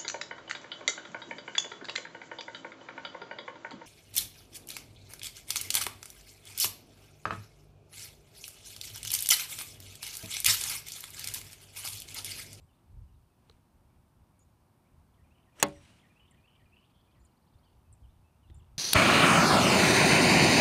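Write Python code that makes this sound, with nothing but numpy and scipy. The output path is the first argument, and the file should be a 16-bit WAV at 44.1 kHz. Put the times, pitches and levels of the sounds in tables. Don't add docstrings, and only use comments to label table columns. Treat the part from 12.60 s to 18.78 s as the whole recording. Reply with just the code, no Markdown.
import sys
import numpy as np
from scipy import signal
from scipy.fft import rfft, irfft, next_fast_len
from scipy.io import wavfile
from scipy.ndimage import map_coordinates

SR = 44100
rng = np.random.default_rng(int(sys.argv[2]) if len(sys.argv) > 2 else 0)


def invert_db(x):
    u = np.asarray(x, float) / 20
    return 10 ** u


def wav_record(signal):
    frames = np.transpose(np.atleast_2d(signal))
    bounded = np.clip(frames, -1, 1)
    quanta = np.round(bounded * 32767).astype(np.int16)
    wavfile.write(sys.argv[1], SR, quanta)


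N = 272538

# pitch_hz, density_db [dB per Hz]
BUFFET_SPECTRUM = [(12, -40.5), (20, -12), (76, 2.5), (149, -12.5), (239, -36), (264, -42), (400, -36),
                   (520, -65), (880, -120)]
# peak_s, peak_db, hold_s
GUSTS = [(0, -55.5, 0.044), (0.34, -55.5, .05), (0.394, -50.5, 0.034), (.52, -55, 0.021),
         (0.607, -59, 0.015), (.93, -60, 0.015), (1.196, -66.5, 0.018), (1.355, -62, 0.018),
         (1.55, -66.5, 0.13), (1.857, -65, .03), (2.4, -65.5, .03), (2.595, -70, .02), (2.7, -70, .02),
         (3.04, -60, 0.19), (4.0, -68.5, .1), (4.607, -61.5, 0.025), (4.954, -66, .01), (5.165, -65, .01),
         (5.32, -59, 0.02), (5.424, -59, .03), (5.49, -63.5, 0.023), (5.599, -56, .03), (5.767, -66, .03),
         (5.9, -53.5, .04), (5.97, -54.5, 0.049), (6.11, -56.5, .08)]
# time_s, level_db
TRAFFIC_LEVEL = [(0.0, -76), (0.91, -75), (2.72, -75), (2.98, -73), (3.11, -71), (3.6, -74), (3.94, -74.5),
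                 (4.2, -75), (5.47, -75), (6.18, -74.5)]
# pitch_hz, density_db [dB per Hz]
TRAFFIC_SPECTRUM = [(59, -29.5), (100, -0.5), (192, -6), (242, -7), (295, -12), (360, -11), (415, -18),
                    (947, -15.5), (1990, -30), (2290, -28.5), (3000, -37), (3900, -68), (6600, -120)]
# pitch_hz, density_db [dB per Hz]
MIC_HISS_SPECTRUM = [(1500, -27), (2800, 0), (5000, -2.5), (7600, -6), (8200, -1.5), (11000, -3),
                     (14800, -5.5), (15300, -8), (15450, -60)]

# start_s, level_db, stretch [time factor]
WREN_PHRASES = [(2.540, -74, 1.03), (2.826, -72, 1), (3.114, -70.5, 1.02), (3.394, -67.5, 1.02),
                (3.677, -69, 1), (3.957, -69, 1.03)]
# after_start_s, length_s, first_hz, turning_hz, last_hz
WREN_SLURS = [
    (0, .013, 3700, 3138, 2555),
    (.033, .046, 2299, 1833, 2100),
    (.16, .026, 2400, 2644, 2800),
]
# after_start_s, length_s, first_hz, turning_hz, last_hz
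WREN_HOOKS = [
    (.095, .057, 2850, 2412, 2478),
    (.198, .058, 3326, 2953, 2999),
]
# start_s, length_s, pitch_hz, level_db
FALLING_NOTES = [(.085, 0.034, 2910, -80), (.478, .044, 2840, -85), (4.666, 0.038, 2980, -84),
                 (5.053, .04, 2965, -80), (5.048, 0.018, 4600, -80), (5.432, 0.03, 3034, -76.5),
                 (5.83, .04, 2843, -78)]
RISING_NOTES = [(0, .053, 7740, -85), (.125, .036, 3650, -84), (.54, .017, 3870, -86),
                (2.245, 0.041, 2280, -86), (4.232, 0.0246, 3250, -76), (4.516, 0.015, 3056, -75),
                (5.03, .023, 3270, -78.5), (5.485, 0.029, 3590, -83), (5.875, .02, 3520, -79)]
HELD_NOTES = [(.688, 0.049, 2580, -90), (1.27, .067, 2290, -89), (1.718, .11, 2260, -93),
              (3.952, .045, 2340, -77), (4.475, 0.044, 2440, -79), (4.945, .012, 3600, -80),
              (5.249, .06, 2600, -85), (5.64, 0.045, 2620, -81), (5.852, .025, 4000, -86.5),
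              (5.917, .025, 3540, -81.5)]
PLUNGING_NOTES = [(4.865, .012, 3300, -81), (4.936, .01, 3300, -77.5), (5.993, .021, 3020, -73.5)]
# pitch_hz, t60_s
TREE_DECAY = [(1000, .5), (4000, 0.85), (10000, 0.18)]

# start_s, level_db, pitch_hz, fall_s [time to drop 40 dB]
KNOCKS = [
    (.8975, -45, 4000, .005),
    (.898, -53, 2840, 0.0046),
    (.898, -59, 5550, .003),
    (.9, -51, 1200, 0.006),
    (.898, -52, 460, 0.026),
    (.9125, -57, 4140, 0.007),
    (5.9, -55, 3300, .006),
    (5.901, -58.5, 1970, 0.0073),
    (5.9, -53.5, 326, 0.035),
    (5.906, -58, 3700, 0.0052),
]
# start_s, length_s, level_db, lowest_hz, last_hz
CHIPS = [
    (1.789, 0.05, -72, 6750, 7200),
    (3.7076, .0155, -69, 6900, 9350),
    (4.647, .017, -69, 6450, 9500),
    (5.324, 0.017, -64.5, 7120, 9200),
    (5.942, .019, -70.5, 6900, 8300),
]
# start_s, length_s, level_db, lowest_hz, last_hz
SEEPS = [
    (4.595, 0.055, -82, 7050, 7700),
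    (4.665, .011, -84, 6700, 8400),
    (5.961, .024, -74.5, 7040, 9000),
    (5.985, .015, -77.5, 7450, 7550),
]

# pitch_hz, density_db [dB per Hz]
TORN_SPECTRUM = [(150, -30), (300, 2), (1200, -2.5), (3000, -3), (5000, -14), (8500, -12.5), (11000, -21),
                 (14500, -25.5), (16000, -49.5)]
# pitch_hz, density_db [dB per Hz]
SCATTERED_SPECTRUM = [(600, -29.5), (1000, -7), (2700, 0.5), (4800, -7.5), (7500, -11), (8300, -9.5),
                      (10000, -11.5), (12500, -30), (15000, -60)]
# start_s, crack_db, crack_t60_s, thump_db
CONTACTS = [
    (2.9996, -40, .045, -44),
    (3.027, -11, 0.0068, -10.5),
    (3.0281, -9, 0.0076, -12),
    (3.030, -18, 0.02, -12.5),
    (3.0323, -21.5, .016, -17.5),
    (3.0345, -28, .016, -20.5),
    (3.066, -52, .025, -48.5),
    (3.085, -49.5, .025, -48.5),
    (3.105, -64, 0.02, -39),
    (3.3193, -63, 0.018, -57.5),
]
# pitch_hz, density_db [dB per Hz]
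CRACK_SPECTRUM = [(710, -33.5), (1200, -4), (3250, -2.5), (3820, -13), (4510, -7.5), (5310, -12), (6750, 0),
                  (9900, -7), (12600, -21), (14700, -11), (16400, -42)]
# pitch_hz, density_db [dB per Hz]
THUD_SPECTRUM = [(90, -32), (150, 0.5), (400, 1.5), (1000, -4), (2500, -12), (4500, -20), (7000, -50.5)]
# pitch_hz, level_db, t60_s
SHAFT_MODES = [(196, -8, 0.29), (303, -3.5, 0.32), (396, -8.5, 0.29), (571, 3, 0.26), (683, -8, 0.23),
               (776.7, -8, 0.2), (839, -2, 0.12), (918.8, -7, 0.18), (1088, 1.5, 0.13), (1330, -14.5, 0.13)]
# pitch_hz, level_db, t60_s
HEAD_MODES = [(2020, -13, 0.091), (2154, -20, 0.1), (2680, -7, 0.027), (3431, -11.5, 0.068),
              (3400, -9.5, 0.053), (4140, -9, 0.04), (4654, -3, 0.031), (5512, -13, 0.046),
              (6700, 1.5, 0.023), (7700, -7.5, 0.021), (8050, -14, 0.018), (11955, -19, 0.025)]
# pitch_hz, level_db, t60_s
FACE_MODES = [
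    (6600, -14.5, .012),
    (7500, -20, 0.0078),
    (14800, -24, .008),
]


def unit(x):
    return x / np.sqrt(np.mean(x ** 2) + 1e-20)


def along(points, hz):
    f, v = np.transpose(points)
    return np.interp(np.log(hz + 1), np.log(f + 1), v)


def wobble(rate):
    knots = rng.standard_normal(int(N * rate / SR) + 4)
    return map_coordinates(knots, [np.arange(N) * rate / SR])


def noise(spectrum, size=N):
    m = next_fast_len(size + 8192)
    gain = invert_db(along(spectrum, np.fft.rfftfreq(m, 1 / SR)))
    return unit(irfft(rfft(rng.standard_normal(m)) * gain, m)[:size])


def add(track, s, sound):
    part = track[round(s * SR):][:len(sound)]
    part += sound[:len(part)]


def swell(s, db, rise, hold_s, fall):
    t = np.arange(N) / SR - s
    return invert_db(db + rise * np.minimum(t, 0) - fall * np.maximum(t - hold_s, 0))


def background():
    strength = invert_db(-71.5 + 2 * wobble(14))
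    for s, db, hold_s in GUSTS:
        strength += swell(s, db, rise=302, hold_s=hold_s, fall=302)
    buffeting = strength * unit(invert_db(2.2 * wobble(18)) * noise(BUFFET_SPECTRUM))
    time_s, level_db = np.transpose(TRAFFIC_LEVEL)
    traffic_db = np.interp(np.arange(N) / SR, time_s, level_db) + 7 + 0.64 * wobble(5.5)
    traffic = invert_db(traffic_db) * noise(TRAFFIC_SPECTRUM + [(4500, -70)])
    return buffeting + traffic + invert_db(-81.5) * noise(MIC_HISS_SPECTRUM)


def whistle(length, first_hz, middle_hz, last_hz, db):
    u = np.linspace(-1, 1, max(round(length * SR), 16))
    bend_hz = (first_hz + last_hz) / 2 - middle_hz
    hz = middle_hz + u * (last_hz - first_hz) / 2 + u * u * bend_hz
    envelope = np.sqrt(2) * invert_db(db) * (1 - u * u) ** 0.33
    return envelope * np.sin(2 * np.pi * np.cumsum(hz) / SR)


def dive(length, top_hz, low_hz, last_hz, dive_s, lead_s):
    t = np.arange(-lead_s, length, 1 / SR)
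    crest_hz = (top_hz - low_hz) * np.exp(-(t / dive_s) ** 2)
    curl_hz = (last_hz - low_hz) * np.clip(t / length, 0, 1) ** 4
    hz = low_hz + crest_hz + curl_hz
    edges = np.clip(np.minimum(t + lead_s, length - t) / .002, 0, 1)
    return t, hz, np.sqrt(2) * edges * np.sin(2 * np.pi * np.cumsum(hz) / SR)


def wren():
    out = np.zeros(N)
    for start, phrase_db, stretch in WREN_PHRASES:
        for (s, *note), db in zip(WREN_SLURS, [-2, -5, -0.5]):
            add(out, start + stretch * s, whistle(*note, phrase_db + db + rng.normal(0, 1.5)))
        for (s, *note), db in zip(WREN_HOOKS, [-4.5, 1]):
            t, hz, tone = dive(*note, dive_s=0.0046, lead_s=0)
            level_db = phrase_db + db + rng.normal(0, 1) - 330 * np.abs(t - .011)
            add(out, start + stretch * s, invert_db(level_db) * tone)
    last_hook = dive(.045, 3250, 1930, 1950, dive_s=.009, lead_s=0)[2]
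    add(out, 4.545, invert_db(-81) * last_hook)
    return out


def far_birds():
    out = wren()
    shapes = [(FALLING_NOTES, 1.08, 0.92), (RISING_NOTES, 0.98, 1.2), (HELD_NOTES, 1, 1.025),
              (PLUNGING_NOTES, 1.2, .86)]
    for notes, first, last in shapes:
        for s, length, hz, db in notes:
            add(out, s, whistle(length, first * hz, hz, last * hz, db))
    for k in range(7):
        start = 4.342 + k * .0115 + rng.normal(0, 0.00049)
        add(out, start, whistle(0.009, 3650, 3265, 3050, -75 + rng.normal(0, 0.85)))
    return out * invert_db(1.5 * wobble(90) + 1.2 * wobble(250))


def trees(x):
    hz, t, z = signal.stft(rng.standard_normal(SR // 2), SR, nperseg=256)
    decay = invert_db(-60 * t / along(TREE_DECAY, hz)[:, None])
    tail = signal.istft(z * decay, SR, nperseg=256)[1]
    late = np.pad(x, (300, 0))
    return signal.fftconvolve(late, tail / np.linalg.norm(tail))[:N]


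def rustle():
    return swell(.89, -79, rise=120, hold_s=.03, fall=120) * invert_db(2.7 * wobble(150)) * noise(SCATTERED_SPECTRUM)


def knocks():
    out, t = np.zeros(N), np.arange(SR // 20) / SR
    for s, db, hz, t60 in KNOCKS:
        add(out, s, invert_db(db - 40 * t / t60) * np.sin(2 * np.pi * hz * t))
        add(out, s, invert_db(db - 21 - 60 * t / 0.012) * noise(CRACK_SPECTRUM, size=len(t)))
    return out


def chips():
    out = np.zeros(N)
    beak_hz, beak_wide_hz = 9100, 480
    for calls, top_hz, lead_s in [(CHIPS, 11000, .002), (SEEPS, 8200, .001)]:
        for s, length, db, low_hz, last_hz in calls:
            t, hz, tone = dive(length, top_hz, low_hz, last_hz, dive_s=.0047, lead_s=lead_s)
            beak_db = 11 * np.exp(-((hz - beak_hz) / beak_wide_hz) ** 2)
            crest_db = -13 * np.clip((hz - beak_hz) / 2000, 0, 1)
            add(out, s - lead_s, invert_db(db + beak_db + crest_db - 90 * t) * tone)
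    return out * invert_db(1.6 * wobble(900))


def groove_whistle():
    phase = 2 * np.pi * np.cumsum(5780 * (1 + .022 * wobble(400))) / SR
    tones = np.sin(phase) + 0.72 * np.sin(1.4 * phase)
    strength = swell(3.001, -52, rise=9000, hold_s=.006, fall=1000)
    strength += swell(3.026, -56, rise=500, hold_s=0, fall=5000)
    strength += swell(3.14, -73.5, rise=500, hold_s=.11, fall=400)
    return strength * invert_db(2 * wobble(50) + 3.5 * wobble(500)) * tones


def swish():
    torn = swell(3.0, -52.5, rise=420, hold_s=.026, fall=2000) * noise(TORN_SPECTRUM)
    turf_back = swell(3.06, -59.5, rise=700, hold_s=.01, fall=170)
    trees_back = swell(3.235, -67.5, rise=80, hold_s=.07, fall=55)
    back = (turf_back + trees_back) * noise(SCATTERED_SPECTRUM)
    sing = groove_whistle()
    return invert_db(1.6 * wobble(90)) * (torn + back) + sing


def ring(modes, attack_s):
    t = np.arange(SR // 2) / SR
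    out = np.zeros(len(t))
    for hz, db, t60 in modes:
        beating_db = 1.5 * wobble(30)[:len(t)]
        out += invert_db(db - 60 * t / t60 + beating_db) * np.sin(2 * np.pi * hz * t)
    return (1 - np.exp(-t / attack_s)) * out


def strike():
    out, t = np.zeros(N), np.arange(SR // 5) / SR
    treble_cut = signal.butter(4, 4500, fs=SR, output="sos")
    for s, crack_db, t60, thump_db in CONTACTS:
        burst = noise(CRACK_SPECTRUM, size=len(t))
        dull = signal.sosfilt(treble_cut, burst)
        bright = burst - dull
        add(out, s, invert_db(crack_db - 60 * t / t60) * dull + invert_db(crack_db - 130 * t / t60) * bright)
        add(out, s, -invert_db(thump_db - 60 * t / 0.0041) * np.sin(2 * np.pi * 650 * t))
    blow_s, leave_s = CONTACTS[1][0], CONTACTS[2][0]
    low_shaft_modes = [(142.25, -9, .35), (480, -12, .15)]
    add(out, blow_s, -invert_db(-30.5) * ring(SHAFT_MODES + low_shaft_modes, attack_s=.001))
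    add(out, blow_s, invert_db(-21.5) * ring(HEAD_MODES, attack_s=.0002))
    add(out, leave_s - .0004, ring(FACE_MODES, attack_s=.0005))
    thud_gain = invert_db(-22 - 60 * t / 0.056) + invert_db(-35.5 - 60 * t / 0.2)
    add(out, blow_s, thud_gain * noise(THUD_SPECTRUM, size=len(t)))
    return signal.sosfilt(signal.butter(4, 110, "high", fs=SR, output="sos"), out)


def warbler():
    out = np.zeros(N)
    for k in range(26):
        db = -86.5 + 4.5 * k / 25 + rng.normal(0, 1.2)
        s = 3.754 + .04795 * k + .000133 * k * k
        add(out, s, whistle(.019, 3900, 4450, 5150, db))
    return out


def scene():
    club = strike() + swish()
    air = background() + knocks()
    far, near = far_birds(), chips() + warbler()
    echoes = trees(invert_db(-4.5) * far + invert_db(-16) * near) * wobble(420)
    return (club + air + far + near + echoes + rustle())[None]


def low_pass(x):
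    return signal.sosfilt(signal.butter(12, 16520, fs=SR, output="sos"), x)


def record(dry):
    band = signal.butter(12, 16200, fs=SR, output="sos")
    return low_pass(signal.sosfilt(band, dry))


dry = scene()
out = record(dry)
wav_record(out)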